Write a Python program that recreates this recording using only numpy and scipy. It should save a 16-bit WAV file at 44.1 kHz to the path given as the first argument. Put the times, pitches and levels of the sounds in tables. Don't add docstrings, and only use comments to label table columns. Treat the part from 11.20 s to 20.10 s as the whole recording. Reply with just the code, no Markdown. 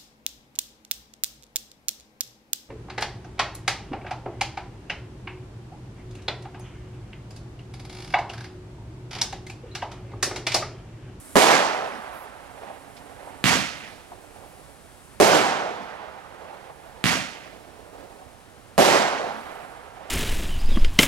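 import sys
import numpy as np
from scipy import signal
from scipy.fft import rfft, irfft, next_fast_len
from scipy.io import wavfile
from scipy.ndimage import uniform_filter1d

SR = 44100
rng = np.random.default_rng(int(sys.argv[2]) if len(sys.argv) > 2 else 0)


def materialize(psi):
    bounded = np.clip(np.atleast_2d(psi).T, -1, 1)
    quanta = np.round(bounded * 32767).astype(np.int16)
    wavfile.write(sys.argv[1], SR, quanta)


N = 392490


def gain_of(db):
    return 10 ** (np.asarray(db) / 20)


def evened(x):
    return x / np.sqrt(np.mean(x ** 2) + 1e-20)


def read(table, hz):
    f, *columns = np.transpose(table)
    return [np.interp(np.log(hz + 1), np.log(f + 1), c) for c in columns]


def curve(rows, t):
    return gain_of(np.interp(t, *np.transpose(rows)))


def add(mix, start_s, sound):
    part = mix[:, max(round(start_s * SR), 0):][:, :sound.shape[1]]
    part += sound[:, :part.shape[1]]


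def smooth_noise(shape, count):
    return evened(uniform_filter1d(rng.standard_normal(shape), size=count))


def drift(size, count):
    return evened(uniform_filter1d(uniform_filter1d(rng.standard_normal(size), count), count))


# [f/Hz, coherence (0-1), phase by which left leads/rad, left-right level/dB]
PORT_PAIR = [(49.9, 0.88, 1.3, -9), (129.7, 0.96, 1.12, -10), (300, 0.86, 1.11, -5.5),
             (650, 0.89, 1.2, -2.2), (1290, 0.81, 1.38, -4), (2500, 0.64, 1.36, -6.5),
             (4600, 0.45, 0.82, -8.5), (7000, 0.21, 0.44, -11), (9900, 0.17, -0.89, -0.5),
             (13200, .1, .6, -5)]


def ports(white, colour, balance=None):
    hz = np.fft.rfftfreq(white.shape[1], 1 / SR)
    same, lead, lean_db = read(PORT_PAIR, hz)
    if balance is not None:
        lean_db = read(balance, hz)[0]
    same = np.clip(same, 0, 1)
    shared, separate = rfft(white)
    left = same * shared + np.sqrt(1 - same ** 2) * separate
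    left = left * np.exp(1j * lead) * gain_of(lean_db)
    level = gain_of(read(colour, hz)[0]) / np.sqrt(1 + gain_of(lean_db) ** 2)
    return evened(irfft(np.array([left, shared]) * level, white.shape[1]))


def wash(colour, balance=None, lumpy_db=0, lump_s=.02):
    size = next_fast_len(N, True)
    lumps = smooth_noise(size, max(int(lump_s * SR), 1))
    return ports(rng.standard_normal((2, size)) * gain_of(lumpy_db * lumps), colour, balance)[:, :N]


def knock(colour, rise_s, t60, size=8192):
    t = np.arange(size) / SR
    noise = ports(rng.standard_normal((2, size)), colour)
    return noise * (1 - np.exp(-t / rise_s)) * gain_of(-60 * t / t60)


def pulse(colour, size=4096):
    hz = abs(np.fft.fftfreq(size, 1 / SR))
    log_gain = np.log(gain_of(read(colour, hz)[0]))
    wave = np.fft.ifft(np.exp(np.conj(signal.hilbert(log_gain)))).real
    return wave / abs(wave).max()


# [f/Hz, left-right level/dB]
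DIRECT_BALANCE = [(35, 0), (70, -2), (140, -5.5), (350, -0.5), (900, -1.5), (2500, -9.5), (6000, -15.5)]


def arrive(wave, paths, left_db, size=8192):
    hz = np.fft.rfftfreq(size, 1 / SR)
    same, lead, _ = read(PORT_PAIR, hz)
    right = rfft(wave, size) * sum(k * np.exp(-2j * np.pi * hz * max(s, 0)) for s, k in paths)
    left = right * np.exp(1j * lead * same) * gain_of(read(DIRECT_BALANCE, hz)[0] + left_db)
    fade_out = np.minimum(np.linspace(2, 0, size), 1) ** 2
    return irfft([left, right]) * fade_out


def foliage(colour, uneven_db, size=54000):
    clumps = gain_of(uneven_db * smooth_noise(size, 130))
    return ports(rng.standard_normal((2, size)) * clumps, colour)


def swell(t, start_db, rise_s, hold_s, fall_db_per_s, knee_db, late_db_per_s):
    late = np.maximum(t - hold_s, 0)
    knee_s = -knee_db / fall_db_per_s
    fall_db = np.maximum(-fall_db_per_s * late, knee_db - late_db_per_s * (late - knee_s))
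    return gain_of(start_db * np.exp(-t / rise_s) + fall_db)


def die_away(taps, colour, fade, returns, stretch, patchy_db=1.0, count=18):
    t = np.arange(taps.shape[1]) / SR
    hz, centres = np.fft.rfftfreq(len(t), 1 / SR), np.geomspace(40, 15000, count)
    spectrum = rfft(taps)
    delay, spread, return_hz, octaves, db = np.transpose(returns)
    swells = db[:, None] * np.exp(-((t - delay[:, None]) / spread[:, None]) ** 2)
    out = np.zeros(taps.shape)
    for centre, pick, loss in zip(centres, np.eye(count), read(colour, centres)[1]):
        band = irfft(spectrum * read(np.c_[centres, pick], hz)[0])
        patches = patchy_db * smooth_noise(len(t), 1800)
        thrown_back = np.exp(-(np.log2(centre / return_hz) / octaves) ** 2) @ swells
        out += band * gain_of(thrown_back - loss * t / stretch + patches)
    return out * swell(t / stretch, *fade)


# [t/s, level/dB]
HISS_LEVEL = [(0.12, -52), (0.6, -61.5), (1.3, -64), (2.1, -61), (2.8, -63.5), (3.9, -61.5), (4.9, -71),
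              (5.7, -65.5), (6.4, -66.5), (7.5, -66.5), (8.35, -62.5), (8.85, -68.5)]
# [f/Hz, level/dB per Hz]
AIR_COLOUR = [(20, -13), (55, 2), (110, -1), (250, -6.5), (600, -8), (1500, -13), (3500, -21.5),
              (7000, -25.5), (13000, -33.5), (16000, -37)]
# [f/Hz, left-right level/dB]
AIR_LEAN = [(60, -20), (130, -16.5), (300, -9.5), (650, -2), (1300, 0.5), (3000, 3), (7000, -1.5),
            (13000, -10)]


def air(level_db=-49.5, follow=0.19, usual_db=-64):
    t = np.arange(N) / SR
    sway = (curve(HISS_LEVEL, t) / gain_of(usual_db)) ** follow
    return gain_of(level_db) * sway * wash(AIR_COLOUR, AIR_LEAN, lumpy_db=0.5, lump_s=.08)


# [t/s, level/dB]
DRONE_LEVEL = [(0, -49), (.3, -56), (1.2, -67), (1.7, -55), (2.1, -56), (2.7, -71), (8.9, -84)]
# [f/Hz, level/dB per Hz]
DRONE_SPECTRUM = [(120, -47), (245, -16), (280, -4), (320, -20), (700, -50), (4000, -90)]
# [f/Hz, left-right level/dB]
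FAR_BALANCE = [(150, -19), (350, -11), (700, -9.5), (1400, -7), (4000, -11)]


def drone():
    return curve(DRONE_LEVEL, np.arange(N) / SR) * wash(DRONE_SPECTRUM, FAR_BALANCE)


# [f/Hz, level/dB per Hz]
HISS_SPECTRUM = [(3000, -25), (6500, -10.5), (8200, -1.5), (10000, -1.5), (11500, -5.5), (13500, -10),
                 (16000, -21)]


def hiss(trim_db=3.5):
    balance = [(7000, -12), (9500, 1.0), (13000, -2)]  # [f/Hz, left-right level/dB]
    noise = wash(HISS_SPECTRUM, balance, lumpy_db=1.1, lump_s=0.023)
    return gain_of(trim_db) * curve(HISS_LEVEL, np.arange(N) / SR) * noise


def tick(start_s=1.765, level_db=-43):
    out = np.zeros((2, N))
    colour = [(800, -15), (2500, 3), (5500, -2), (9000, -13), (15000, -20)]  # [f/Hz, level/dB per Hz]
    add(out, start_s, gain_of(level_db) * knock(colour, rise_s=0.0022, t60=0.11))
    return out


# [t/s, length/s, f/Hz, level/dB, flutter/share of the pitch]
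WHISTLE_TONES = [(.62, .26, 11000, -65, .009), (.91, .16, 11700, -53, 0.076), (3.22, .24, 10950, -63, .009),
                 (5.45, .35, 11300, -68, 0.0118), (8.0, 0.57, 11400, -64, .012)]


def whistles(upper_ratio=1.36, upper_db=-6, wander=.028):
    out = np.zeros((2, N))
    for s, length, hz, db, flutter in WHISTLE_TONES:
        size = int(length * SR)
        glide = hz * (1 + wander * drift(N, count=1700)[:size])
        wobble = 1 + flutter * smooth_noise((2, N), 60)[:, :size]
        angle = 2 * np.pi * np.cumsum(glide * wobble, axis=1) / SR
        tones = evened(np.sin(angle) + gain_of(upper_db) * np.sin(upper_ratio * angle))
        add(out, s, tones * gain_of(db) * signal.windows.tukey(size, .5))
    return out * gain_of([[-5], [1]])


# [delay t/s, spread/s, level/dB]
BURST_FAR_SLOPES = [(.5, 0.058, 7), (.76, 0.15, 3.5), (1.33, .14, 5.5), (1.95, 0.24, 8)]
LAUNCH_FAR_SLOPES = [(.46, 0.045, 2.4), (.75, 0.059, 4.4), (.98, 0.13, 8.1), (1.22, 0.11, 4.9)]
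# [f/Hz, level/dB per Hz]
BURST_ROLL_SPECTRUM = [(100, -20), (280, -10.5), (400, -5), (520, -0.5), (640, -1), (770, 2), (1100, -7.5),
                       (1800, -11), (3200, -20), (6000, -34), (12000, -61)]
LAUNCH_ROLL_SPECTRUM = [(100, -20), (280, -2.5), (380, -0.5), (740, 0.5), (1100, -9.5), (1800, -16),
                        (4000, -24.5), (12000, -33)]
# [t/s, level/dB]
ECHO_KNOCKS = [(1.430, -30), (1.497, -28), (2.070, -31.5), (2.917, -32.5), (3.233, -41), (5.244, -35),
               (5.324, -31.5), (5.496, -31.5), (6.749, -35), (7.011, -38), (8.082, -23)]
# [f/Hz, level/dB per Hz]
ECHO_SPECTRUM = [(140, -30), (520, -8), (740, 1), (1000, -7), (4200, -51), (14000, -68)]


def roll(shots, slopes, fall_db_per_s, rise_s=0.5):
    t, power = np.arange(N) / SR, np.zeros(N)
    for s, *_, roll_db in shots:
        age = np.maximum(t - s, 0)
        answers = sum(db * np.exp(-((age - delay) / spread) ** 2) for delay, spread, db in slopes)
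        power += (np.minimum(age / rise_s, 1) * gain_of(roll_db + answers - fall_db_per_s * age)) ** 2
    return np.sqrt(power)


def far_echoes(echo_db=-3, lumpy_db=1.5, lump_s=.02):
    burst_roll = roll(BURST_SHOTS, BURST_FAR_SLOPES, fall_db_per_s=6.5)
    out = burst_roll * wash(BURST_ROLL_SPECTRUM, FAR_BALANCE, lumpy_db, lump_s)
    launch_roll = roll(LAUNCH_SHOTS, LAUNCH_FAR_SLOPES, fall_db_per_s=9.5)
    out += launch_roll * wash(LAUNCH_ROLL_SPECTRUM, FAR_BALANCE, lumpy_db, lump_s)
    for s, db in ECHO_KNOCKS:
        add(out, s, gain_of(db + echo_db) * knock(ECHO_SPECTRUM, rise_s=0.002, t60=0.12))
    return out


# [t/s, blast level/dB, scatter level/dB, stretch of its decay (factor), far roll level/dB]
LAUNCH_SHOTS = [(2.241, 1, -17, 1.026, -46), (5.8407, 0.5, -20, 0.96, -43.5)]
# [f/Hz, level/dB per Hz]
CRACK_FRONT = [(40, -10), (300, 10), (800, 3), (1800, 5.5), (4300, 2.5), (7200, -3), (12000, -24),
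               (16000, -29)]
# [delay t/s, signed strength (gain)]
TUBE_CRACK_PATHS = [(0, 0.89), (.0019, -0.25), (0.0163, 0.54), (0.0266, .6), (0.0312, 0.11)]
TUBE_THUMP_PATHS = [(.0008, 0.88), (0.0161, 1.25)]
# [f/Hz, level/dB per Hz, extra loss/dB per s]
LAUNCH_SCATTERED = [(30.6, -27, 66), (69.3, -5.5, 31), (128.2, -5.5, 10), (200, 0, 9.6), (260, 0, 12),
                    (390, -11, 5.8), (674, -6.5, 5.5), (1120, -7, 4.3), (2000, -4.5, 1), (3520, -9.5, 4.4),
                    (6500, -13.5, 12), (10000, -21.5, 34), (13000, -22.5, 45), (15500, -51, 67)]
# [start level/dB, rise/s, hold/s, fall/dB per s, knee level/dB, late fall/dB per s]
LAUNCH_COURSE = (-10.5, .012, 0.09, 91, -17.5, 54)
# [delay t/s, spread/s, f/Hz, width/octaves, level/dB]
LAUNCH_BAND_RETURNS = [(0.019, 0.014, 180, 0.93, 5.9), (.16, 0.039, 245, 0.25, 3.6),
                       (.43, .05, 1900, .6, 5.3), (.36, .08, 2900, 0.17, 2.9), (0.47, 0.052, 160, .5, 4.3)]


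def tube_thump(hz=185, t60=0.019, level_db=0.5, rise_s=0.0033, lowest_hz=70):
    t = np.arange(4096) / SR
    thump = -np.sin(2 * np.pi * hz * t) * (1 - np.exp(-t / rise_s)) * gain_of(level_db - 60 * t / t60)
    return signal.lfilter(*signal.butter(1, lowest_hz, "high", fs=SR), thump)


def tube_crack(rebound=1.32, rebound_s=0.00017):
    front = pulse(CRACK_FRONT)
    t = np.arange(len(front)) / SR
    return rebound * np.interp(t - rebound_s, t, front, left=0) - front


def launches():
    out = np.zeros((2, N))
    blast = arrive(tube_crack(), TUBE_CRACK_PATHS, left_db=1.5)
    blast += arrive(tube_thump(), TUBE_THUMP_PATHS, left_db=-1.0)
    taps = foliage(LAUNCH_SCATTERED, uneven_db=1.0)
    for s, blast_db, scatter_db, stretch, _ in LAUNCH_SHOTS:
        rush = die_away(taps, LAUNCH_SCATTERED, LAUNCH_COURSE, LAUNCH_BAND_RETURNS, stretch)
        add(out, s, gain_of(blast_db) * blast)
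        add(out, s, gain_of(scatter_db) * rush)
    return out


# [t/s, level/dB]
BRIGHT_CRACKS = [(.1688, -2), (4.0125, -1)]
# [f/Hz, level/dB per Hz]
BRIGHT_CRACK_SPECTRUM = [(100, -20), (1500, 0), (4000, -2), (9000, -1), (16000, -16)]


def cracks():
    out = np.zeros((2, N))
    wave = arrive(pulse(BRIGHT_CRACK_SPECTRUM), [(0, 1)], left_db=5)
    for s, db in BRIGHT_CRACKS:
        add(out, s, gain_of(db) * wave)
    return out


# [t/s, blast level/dB, scatter level/dB, stretch of its decay (factor), extra boom level/dB,
#  extra bass level/dB, far roll level/dB]
BURST_SHOTS = [(.1558, 3.5, -13.5, 0.94, -0.5, -6, -38.5), (4.0008, 0.5, -14.5, 0.98, 1.5, 0.5, -38),
               (7.5794, 1, -15, 0.99, 1.4, -4, -38.5)]
# [f/Hz, level/dB per Hz]
BURST_FRONT = [(25, -9.5), (70, -7), (140, -6.5), (260, 3.5), (600, -1), (1000, -3.5), (2000, -12),
               (6000, -24), (12000, -22.5), (16000, -42)]
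# [delay t/s, signed strength (gain)]
BURST_NEAR_PATHS = [(0, 0.68), (.0017, 1), (.0066, 0.98), (0.0119, 0.92), (.0190, 0.67), (.0260, 0.45),
                    (.0310, 0.55)]
# [f/Hz, level/dB per Hz, extra loss/dB per s]
BURST_SCATTERED = [(30, -24, 50), (70, -13.5, 42), (128, -7.5, 3.5), (226, -4, 3), (370, 0, 24.5),
                   (735, 2.5, 3.5), (1140, -6, -13.5), (1940, -7, -1), (3700, -12, 7.5), (6720, -15, 15),
                   (10000, -21, 40), (12800, -21.5, 55), (15500, -38, 68)]
# [start level/dB, rise/s, hold/s, fall/dB per s, knee level/dB, late fall/dB per s]
BURST_COURSE = (-7.5, 0.01, 0.18, 54.5, -20.5, 33.5)
# [delay t/s, spread/s, f/Hz, width/octaves, level/dB]
BURST_BAND_RETURNS = [(.015, 0.023, 400, 1, 9), (.17, 0.035, 383, 0.49, 2.5), (.28, 0.064, 1420, 0.25, -1),
                      (.48, 0.093, 484, 0.56, 14), (.61, 0.057, 271, 0.39, 19.5)]


def bursts(boom_hz=400, boom_octaves=0.85, bass_hz=190):
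    out = np.zeros((2, N))
    blast = arrive(pulse(BURST_FRONT), BURST_NEAR_PATHS, left_db=-0.6)
    hz, db, _ = np.transpose(BURST_SCATTERED)
    boom = np.exp(-(np.log2(hz / boom_hz) / boom_octaves) ** 2)
    bass = 1 / (1 + (hz / bass_hz) ** 4)
    for s, blast_db, scatter_db, stretch, boom_db, bass_db, _ in BURST_SHOTS:
        taps = foliage(np.c_[hz, db + boom_db * boom + bass_db * bass], uneven_db=0.85)
        rush = die_away(taps, BURST_SCATTERED, BURST_COURSE, BURST_BAND_RETURNS, stretch)
        add(out, s, gain_of(blast_db) * blast)
        add(out, s, gain_of(scatter_db) * rush)
    return out


def scene():
    background = air() + drone() + hiss() + tick() + whistles()
    return background + far_echoes() + launches() + cracks() + bursts()


# [f/Hz, level/dB]
LEFT_PORT_TREBLE = [(11000, 0), (11800, -5), (12600, -12), (14000, -24), (16000, -30)]


def record(dry, knee=0.36, edge_hz=15900):
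    hz = np.fft.rfftfreq(N, 1 / SR)
    left = irfft(rfft(dry[0]) * gain_of(read(LEFT_PORT_TREBLE, hz)[0]), N)
    heard = np.array([left, dry[1]])
    over = np.maximum(abs(heard) - knee, 0)
    bent = np.sign(heard) * (1 - knee) * np.tanh(over / (1 - knee))
    rounded = np.clip(heard, -knee, knee) + bent
    low_pass = signal.firwin(511, edge_hz, window=("kaiser", 9), fs=SR)
    return signal.oaconvolve(rounded, low_pass[None], "same")


dry = scene()
out = record(dry)
materialize(out)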